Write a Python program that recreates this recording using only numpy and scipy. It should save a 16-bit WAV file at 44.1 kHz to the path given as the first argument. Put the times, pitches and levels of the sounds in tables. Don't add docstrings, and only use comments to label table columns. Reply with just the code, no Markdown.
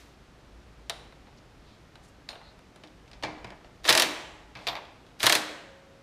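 import sys
import numpy as np
from scipy import signal
from scipy.fft import rfft, irfft
from scipy.io import wavfile
from scipy.ndimage import uniform_filter1d

SR = 44100
rng = np.random.default_rng(int(sys.argv[2]) if len(sys.argv) > 2 else 0)


def gain_from_decibels(decibels):
    exponent = np.asarray(decibels, float) / 20
    return 10 ** exponent


def to_wav(s):
    ch = np.atleast_2d(s).T
    pcm = np.round(np.clip(ch, -1, 1) * 32767)
    wavfile.write(sys.argv[1], SR, pcm.astype(np.int16))


N = 265482

# hz, level_db (per Hz)
RATTLE_SPECTRUM = [(59, -34.5), (100, -40), (570, -64), (648, 6), (801, 0), (1800, 5), (2990, 2), (3940, 5.5),
                   (12900, -10.5), (16000, -21)]


def rms_one(x):
    return x / np.sqrt(np.mean(x ** 2) + 1e-20)


def at_hz(points, hz):
    table_hz, value = np.transpose(points)
    return np.interp(np.log(np.maximum(hz, 1)), np.log(table_hz), value)


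def in_time(points):
    s, db = np.transpose(points)
    return np.interp(np.arange(N) / SR, s, db, right=-200, left=-200)


def band(x, low_hz, high_hz):
    sos = signal.butter(2, [low_hz, min(high_hz, .45 * SR)], "band", fs=SR, output="sos")
    return signal.sosfilt(sos, x)


def coloured(spectrum):
    hz = np.fft.rfftfreq(N, 1 / SR)
    return rms_one(irfft(rfft(rng.standard_normal(N)) * gain_from_decibels(at_hz(spectrum, hz)), N))


def ring(drive, hz, t60_s):
    r, w = gain_from_decibels(-60 / (t60_s * SR)), 2 * np.pi * hz / SR
    return signal.lfilter([0, np.sin(w)], [1, -2 * r * np.cos(w), r * r], drive)


def resonance(x, hz, width_hz):
    r = np.exp(-np.pi * max(width_hz, hz / 8) / SR)
    poles = [1, -2 * r * np.cos(2 * np.pi * hz / SR), r * r]
    return signal.lfilter([(1 - r * r) / 2, 0, (r * r - 1) / 2], poles, x)


def contacts(rows, tone_db):
    s, peak_db, soft, bite, t60_s = np.transpose(rows)
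    thud, body, edge = tone_db
    return np.transpose([s, peak_db, thud + soft, body + 0.75 * soft, edge + bite, t60_s])


def strike(events, peaks, lag_s, edge_pace, thud_hz):
    start_s, peak_db, thud_db, body_db, edge_db, t60_s = np.transpose(events)
    age = np.arange(SR // 3) / SR
    fall_db = -60 * age / t60_s[:, None]

    grains = rng.standard_normal(fall_db.shape) * gain_from_decibels(1.1 * rng.exponential(1, fall_db.shape))
    crack = 1 + gain_from_decibels(-0.5 - 60 * age / .009)
    chatter = grains * crack * (1 - np.exp(-age / 0.00021))
    late = 1 - np.exp(-age / lag_s)

    dying = chatter * gain_from_decibels(fall_db)
    bite = -band(band(dying, 2800, 5200), 1000, 10400)
    thud = -band(chatter * gain_from_decibels(fall_db / 2) * late, thud_hz, 1000)
    body = band(dying, 1000, 2800)
    edge = band(chatter * gain_from_decibels(fall_db * edge_pace), 5200, 11000)

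    drive = np.full(N + SR, 1e-18)
    for burst, db in [(bite, 0), (thud, thud_db), (body, body_db), (edge, edge_db)]:
        loudest = np.sqrt(uniform_filter1d(burst ** 2, size=128, axis=1).max(axis=1))
        scaled = burst * (gain_from_decibels(peak_db + db - 6.0) / loudest)[:, None]
        for s, one in zip(start_s, scaled):
            k = round(s * SR)
            drive[k:k + len(age)] += one
    drive = drive[:N]
    return drive + sum(gain_from_decibels(lift_db) * resonance(drive, hz, wide) for hz, wide, lift_db in peaks)


def fans():
    # hz, level_db (per Hz)
    air_spectrum = [(12, -32), (20, -10), (53, 2), (81, -9), (293, -13.5), (422, -16.5), (590, -18),
                    (738, -19.5), (873, -21.5), (1290, -22.5), (2990, -29), (3740, -30.5), (5530, -34.5),
                    (13200, -50.5), (16000, -62)]
    # time_s, level_db
    draught = [(0, -67), (.65, -58.5), (2.9, -63), (3.34, -54), (4.1, -60.5), (4.4, -60.5), (6.02, -71.5)]
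    air = coloured(air_spectrum)
    low = signal.sosfilt(signal.butter(4, 100, fs=SR, output="sos"), air)
    high = signal.sosfilt(signal.butter(4, 100, "high", fs=SR, output="sos"), air)
    return gain_from_decibels(-56.5) * rms_one(high) + gain_from_decibels(in_time(draught)) * rms_one(low)


def compressor_hum():
    hum_hz, width_hz, level_db, stop_s, fade_s = 54.6, 1.1, -61.5, 2.37, 0.11
    r = np.exp(-np.pi * width_hz / SR)
    poles = [1, -2 * r * np.cos(2 * np.pi * hum_hz / SR), r * r]
    tone = signal.lfilter([1], poles, rng.standard_normal(N + SR))[SR:]
    fade = np.clip((stop_s - np.arange(N) / SR) / fade_s + 1, 0, 1)
    return gain_from_decibels(level_db) * rms_one(tone) * fade


def old_echoes():
    # time_s, level_db
    tail = [(0, -57), (.15, -73)]
    return gain_from_decibels(in_time(tail)) * coloured(RATTLE_SPECTRUM)


def workshop(x):
    # hz, t60_s
    room_t60 = [(100, 0.24), (300, 0.87), (1000, 0.81), (2500, 0.78), (5000, 0.58), (7500, 0.67),
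                (11000, 0.42), (16000, 0.49)]
    onset_s, tilt_db, side_count = 0.0041, -1.5, 5
    age = np.arange(SR) / SR
    edges_hz = 80 * 2 ** np.arange(0, 8.1, 1 / 3)
    white = rng.standard_normal((2, side_count, SR))
    echo = 0
    for k, (low, high) in enumerate(zip(edges_hz, edges_hz[1:])):
        fall_db = tilt_db * k / 3 - 60 * age / at_hz(room_t60, np.sqrt(low * high))
        echo = echo + band(white[k % 2], low, high) * gain_from_decibels(fall_db)
    echo = echo * (1 - np.exp(-(age / onset_s) ** 2))
    echo = echo / np.sqrt(np.sum(echo ** 2))
    grain = signal.lfilter([1], [1, -1.96, .98 ** 2], rng.standard_normal((side_count, N)))
    return signal.fftconvolve(x * rms_one(grain), echo, axes=1)[:, :N].sum(axis=0)


def scuffs():
    # start_s, length_s, centre_hz, width_hz, level_db
    rubs = [(1.368, 0.027, 5070, 2000, -63), (1.61, 0.2, 3900, 1500, -65),
            (2.021, 0.052, 6130, 6000, -63.5), (2.067, 0.043, 6300, 6000, -66),
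            (2.417, 0.12, 4080, 700, -61), (4.55, 0.29, 2720, 3840, -56.5)]
    t = np.arange(N) / SR
    white = rng.standard_normal(N) * gain_from_decibels(2 * rng.exponential(1, N))
    out = np.zeros(N)
    for start, length, hz, wide, db in rubs:
        swell = np.sin(np.pi * np.clip((t - start) / length, 0, 1))
        out += gain_from_decibels(db) * swell * rms_one(band(white, hz - wide / 2, hz + wide / 2))
    return out


def rings():
    # hz, level_db, t60_s
    spanner = [(4230, -49, .2), (6900, -60, 0.18), (8970, -59, 0.32), (11970, -70, .25), (14400, -71, .2)]
    sleeve = [(12300, -60, .22), (12800, -62, .25), (13400, -63, .2), (14000, -65, .18)]
    bench = [(308, -39.5, 0.65)]
    stand = [(120, -38.5, 0.27), (188, -46.5, 0.57)]
    housing = [(1640, -49.5, .3), (2130, -48.5, .4), (2317, -46.5, .4), (2580, -49.5, .35)]
    link = [(682, -39.5, 0.15), (3660, -42.5, 0.1), (4660, -47, .1)]
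    arm = [(364, -39, 0.6), (645, -30, 0.44), (900, -33, 0.32), (900, -68, .43)]
    # start_s, level_db
    spanner_knocks = [(2.288, 0)]
    sleeve_knocks = [(4.669, 0), (4.684, -1)]
    bench_knocks = [(2.842, -17), (3.24, -1.5), (3.45, -15.5), (4.041, 1), (4.558, -15.5), (4.688, -10.5),
                    (5.241, -5.5), (5.35, 6)]
    stand_knocks = [(3.24, -3), (3.451, -6), (3.899, 1), (4.559, -10.5), (4.689, -7.5), (5.242, 6)]
    housing_knocks = [(3.237, 0), (3.25, -2), (3.447, -8.5), (4.03, 12), (4.554, -3.5), (5.355, 2)]
    link_knocks = [(.897, 3.5), (4.67, 8.5), (4.684, 8), (4.754, -5)]
    arm_knocks = [(3.9, -5), (3.95, 5.5), (5.3, -14.5)]
    # start_s, hz, level_db, t60_s
    linger = [(4.03, 852, -54, 3.0), (5.3, 545, -51, 5.6)]
    parts = [(spanner, spanner_knocks), (sleeve, sleeve_knocks), (bench, bench_knocks),
             (stand, stand_knocks), (housing, housing_knocks), (link, link_knocks), (arm, arm_knocks)]
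    started = list(linger)
    for modes, knocks in parts:
        started += [(s, hz, db + knock_db, t60) for hz, db, t60 in modes for s, knock_db in knocks]

    out = np.zeros(N)
    knots = np.arange(0, N + 160, 160)
    for s, hz, db, t60 in started:
        k = round(s * SR)
        click = np.full(N - k, 1e-18)
        click[0] = gain_from_decibels(db)
        cluster = ring(click, hz, t60)
        cluster += .6 * ring(click, hz * 1.011, min(t60, 1) * .5)
        cluster -= .5 * ring(click, hz * .983, min(t60, 1) * .4)
        flutter = np.interp(np.arange(k, N), knots, rng.standard_normal(len(knots)))
        out[k:] += cluster * gain_from_decibels(7.0 * flutter * min((hz / 4000) ** 2, 1))
    return out


def fingers_and_spanner():
    # start_s, peak_db (2.8-5.2 kHz), softness_db, bite_db, chatter_t60_s
    ticks = [(0.8964, -25, -9.5, 3.5, 0.022), (0.9002, -32.5, 1.5, 2, 0.057), (1.1243, -59, 13.5, -6, .03),
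             (1.269, -64, 14, -8, 0.096), (1.955, -51, 3, -2, 0.043), (2.2892, -29, -10, -15, .047),
             (2.3044, -45, 1, -10, 0.086), (2.3294, -51, 11.5, -6, 0.047), (2.3544, -53, 11, -6, 0.038),
             (2.4144, -63, 18.5, -8, 0.032), (2.591, -62, 12, 9, 0.016)]
    # hz, width_hz, lift_db
    nut = [(684, 300, -0.5), (1490, 350, -9.5), (3840, 320, 4), (4360, 410, -13)]
    return strike(contacts(ticks, (-5.5, 0.5, -5.5)), nut, lag_s=0.0019, edge_pace=1.7, thud_hz=390)


def wrench_lifted():
    # start_s, peak_db (2.8-5.2 kHz), softness_db, bite_db, chatter_t60_s
    clacks = [(2.7592, -50.5, 1, 18, .05), (2.8362, -43.5, 1.5, 1, 0.091), (2.8724, -50, -13, 2, 0.045),
              (3.0779, -54, -1, -4, .05), (3.1139, -46.5, -5, 8, 0.043), (3.1313, -44.5, -4.5, -13, 0.11),
              (3.2254, -37, 3, 5.5, .14), (3.2345, -27, 2, -2, .08), (3.2494, -40.5, 6.5, -16, 0.18),
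              (3.3837, -55.5, -2.5, -4, .055), (3.4443, -40, 7, 5, 0.043), (3.4694, -51.5, 9.5, 3.5, 0.18),
              (3.5039, -43.5, 4, -1, .025), (3.5192, -55, 14.5, -2, 0.049), (3.6451, -53, 6.5, 0.5, 0.06),
              (3.6594, -61, -6.5, -4, 0.064)]
    # hz, width_hz, lift_db
    tool = [(650, 76, -2), (890, 150, -3.5), (1740, 500, -3.5), (2150, 530, 1.5)]
    return strike(contacts(clacks, (-2.5, -11, -22.5)), tool, lag_s=0.0016, edge_pace=1.7, thud_hz=235)


def socket_seating():
    # start_s, peak_db (2.8-5.2 kHz), softness_db, bite_db, chatter_t60_s
    seating = [(4.5521, -43.5, 4, -15, .12), (4.5694, -47.5, 4, -4.5, .12), (4.5894, -49, 4.5, -5, 0.32),
               (4.6688, -23.5, -1.5, 0, 0.024), (4.6734, -22, -6, 1.5, 0.037), (4.6829, -26, -2, -5, 0.11),
               (4.7294, -43.5, 15, -5, .04), (4.7531, -32.5, 5.5, -8, 0.023),
               (4.7644, -39.5, 9, -7.5, 0.07), (4.8519, -50, -4, -5.5, .03), (5.0644, -55, -5.5, 1, 0.055),
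               (5.0883, -62.5, -4, 3, 0.038), (5.1064, -62, 1, -3, 0.059)]
    # hz, width_hz, lift_db
    socket = [(700, 910, -14), (2240, 570, -0.5), (3420, 380, -3), (4080, 250, -8.5), (13000, 1700, 6)]
    return strike(contacts(seating, (-3.5, -4.9, -19.5)), socket, lag_s=0.0067, edge_pace=1.6, thud_hz=520)


def rattle():
    # start_s, full_level_s, let_go_s, level_db
    pulls = [
        (3.835, 3.911, 4.03, -26.5),
        (5.191, 5.26, 5.36, -26),
    ]
    t = np.arange(N) / SR
    level = np.zeros(N)
    for start, full, let_go, db in pulls:
        swell_db = -30.5 * np.clip((full - t) / (full - start), 0, 1) ** 2
        die_away_db = -290 * np.maximum(t - let_go, 0)
        level += (t > start) * gain_from_decibels(db + swell_db + die_away_db)
    return coloured(RATTLE_SPECTRUM) * level


def hammer():
    # start_s, peak_db
    blows = [(3.926, -10), (3.9505, -11.5), (3.9749, -10), (3.9972, -9.5), (4.0211, -11.5), (5.2659, -6),
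             (5.2961, -9.5), (5.3237, -8), (5.3519, -12)]
    t60_s, rebound_s = 0.037, .0042
    rows = []
    for s, db in blows:
        rows.append((s, db, 0, 0, t60_s))
        rows.append((s + rebound_s, db - 7, 7, -3, 1.6 * t60_s))
    return rows


def impact_wrench():
    # start_s, peak_db (2.8-5.2 kHz), softness_db, bite_db, chatter_t60_s
    clicks = [(3.8428, -34, -2, -8, 0.077), (3.8517, -28, 6.5, -8.5, 0.058), (3.8594, -29, 3, -4, 0.043),
              (3.8774, -19, -4, -11, 0.099), (3.8864, -15, 8.5, -8, 0.078), (3.8911, -4.5, -5, 1.5, 0.045),
              (3.898, -8, -8, 3, 0.066), (3.9044, -8, -0.5, -4, 0.058), (5.1985, -41.5, -5.5, 6, .03),
              (5.2035, -28, -2, -9.5, 0.053), (5.23, -17.5, 6, 6.5, 0.083), (5.2366, -21, 5, -0.5, 0.21),
              (5.259, -16.5, 1.5, 3, 0.094)]
    # hz, width_hz, lift_db
    frame = [(327, 34, -3), (619, 40, 3), (987, 220, -9), (1780, 320, 0), (2270, 230, -8.5),
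             (3520, 230, -11), (4000, 233, -11.5), (14000, 2500, 1.5)]
    blows = np.vstack([contacts(clicks, (-11.5, -4.5, -7)), contacts(hammer(), (-15.5, -6.5, -3))])
    return strike(blows, frame, lag_s=0.0042, edge_pace=1.7, thud_hz=258) + rattle()


def scene():
    ticks, clacks = fingers_and_spanner(), wrench_lifted()
    seating, wrench = socket_seating(), impact_wrench()
    echoes = workshop(gain_from_decibels(-10.5) * ticks + gain_from_decibels(-11.5) * clacks + gain_from_decibels(-13.5) * seating + gain_from_decibels(-12.5) * wrench)
    near = ticks + clacks + seating + wrench + rings() + scuffs()
    return (near + echoes + old_echoes() + fans() + compressor_hum())[None]


def gain_control(x):
    duck_from_db, duck_share, recover_db_per_s = -35, 0.18, 9
    ramp = recover_db_per_s * np.arange(N) / SR
    level_db = 10 * np.log10(uniform_filter1d(x[0] ** 2, size=1024) + 1e-12)
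    over = duck_share * np.maximum(level_db - duck_from_db, 0)
    duck_db = np.maximum.accumulate(over + ramp) - ramp
    return x * gain_from_decibels(-uniform_filter1d(duck_db, size=512))


def low_pass(x):
    return signal.sosfilt(signal.butter(12, 16450, fs=SR, output="sos"), x)


def record(dry):
    limited = 0.69 * np.tanh(1.198 * gain_control(dry) / 0.82)
    top_cut = signal.cheby2(14, 60, 16250, fs=SR, output="sos")
    return low_pass(signal.sosfilt(top_cut, limited))


dry = scene()
out = record(dry)
to_wav(out)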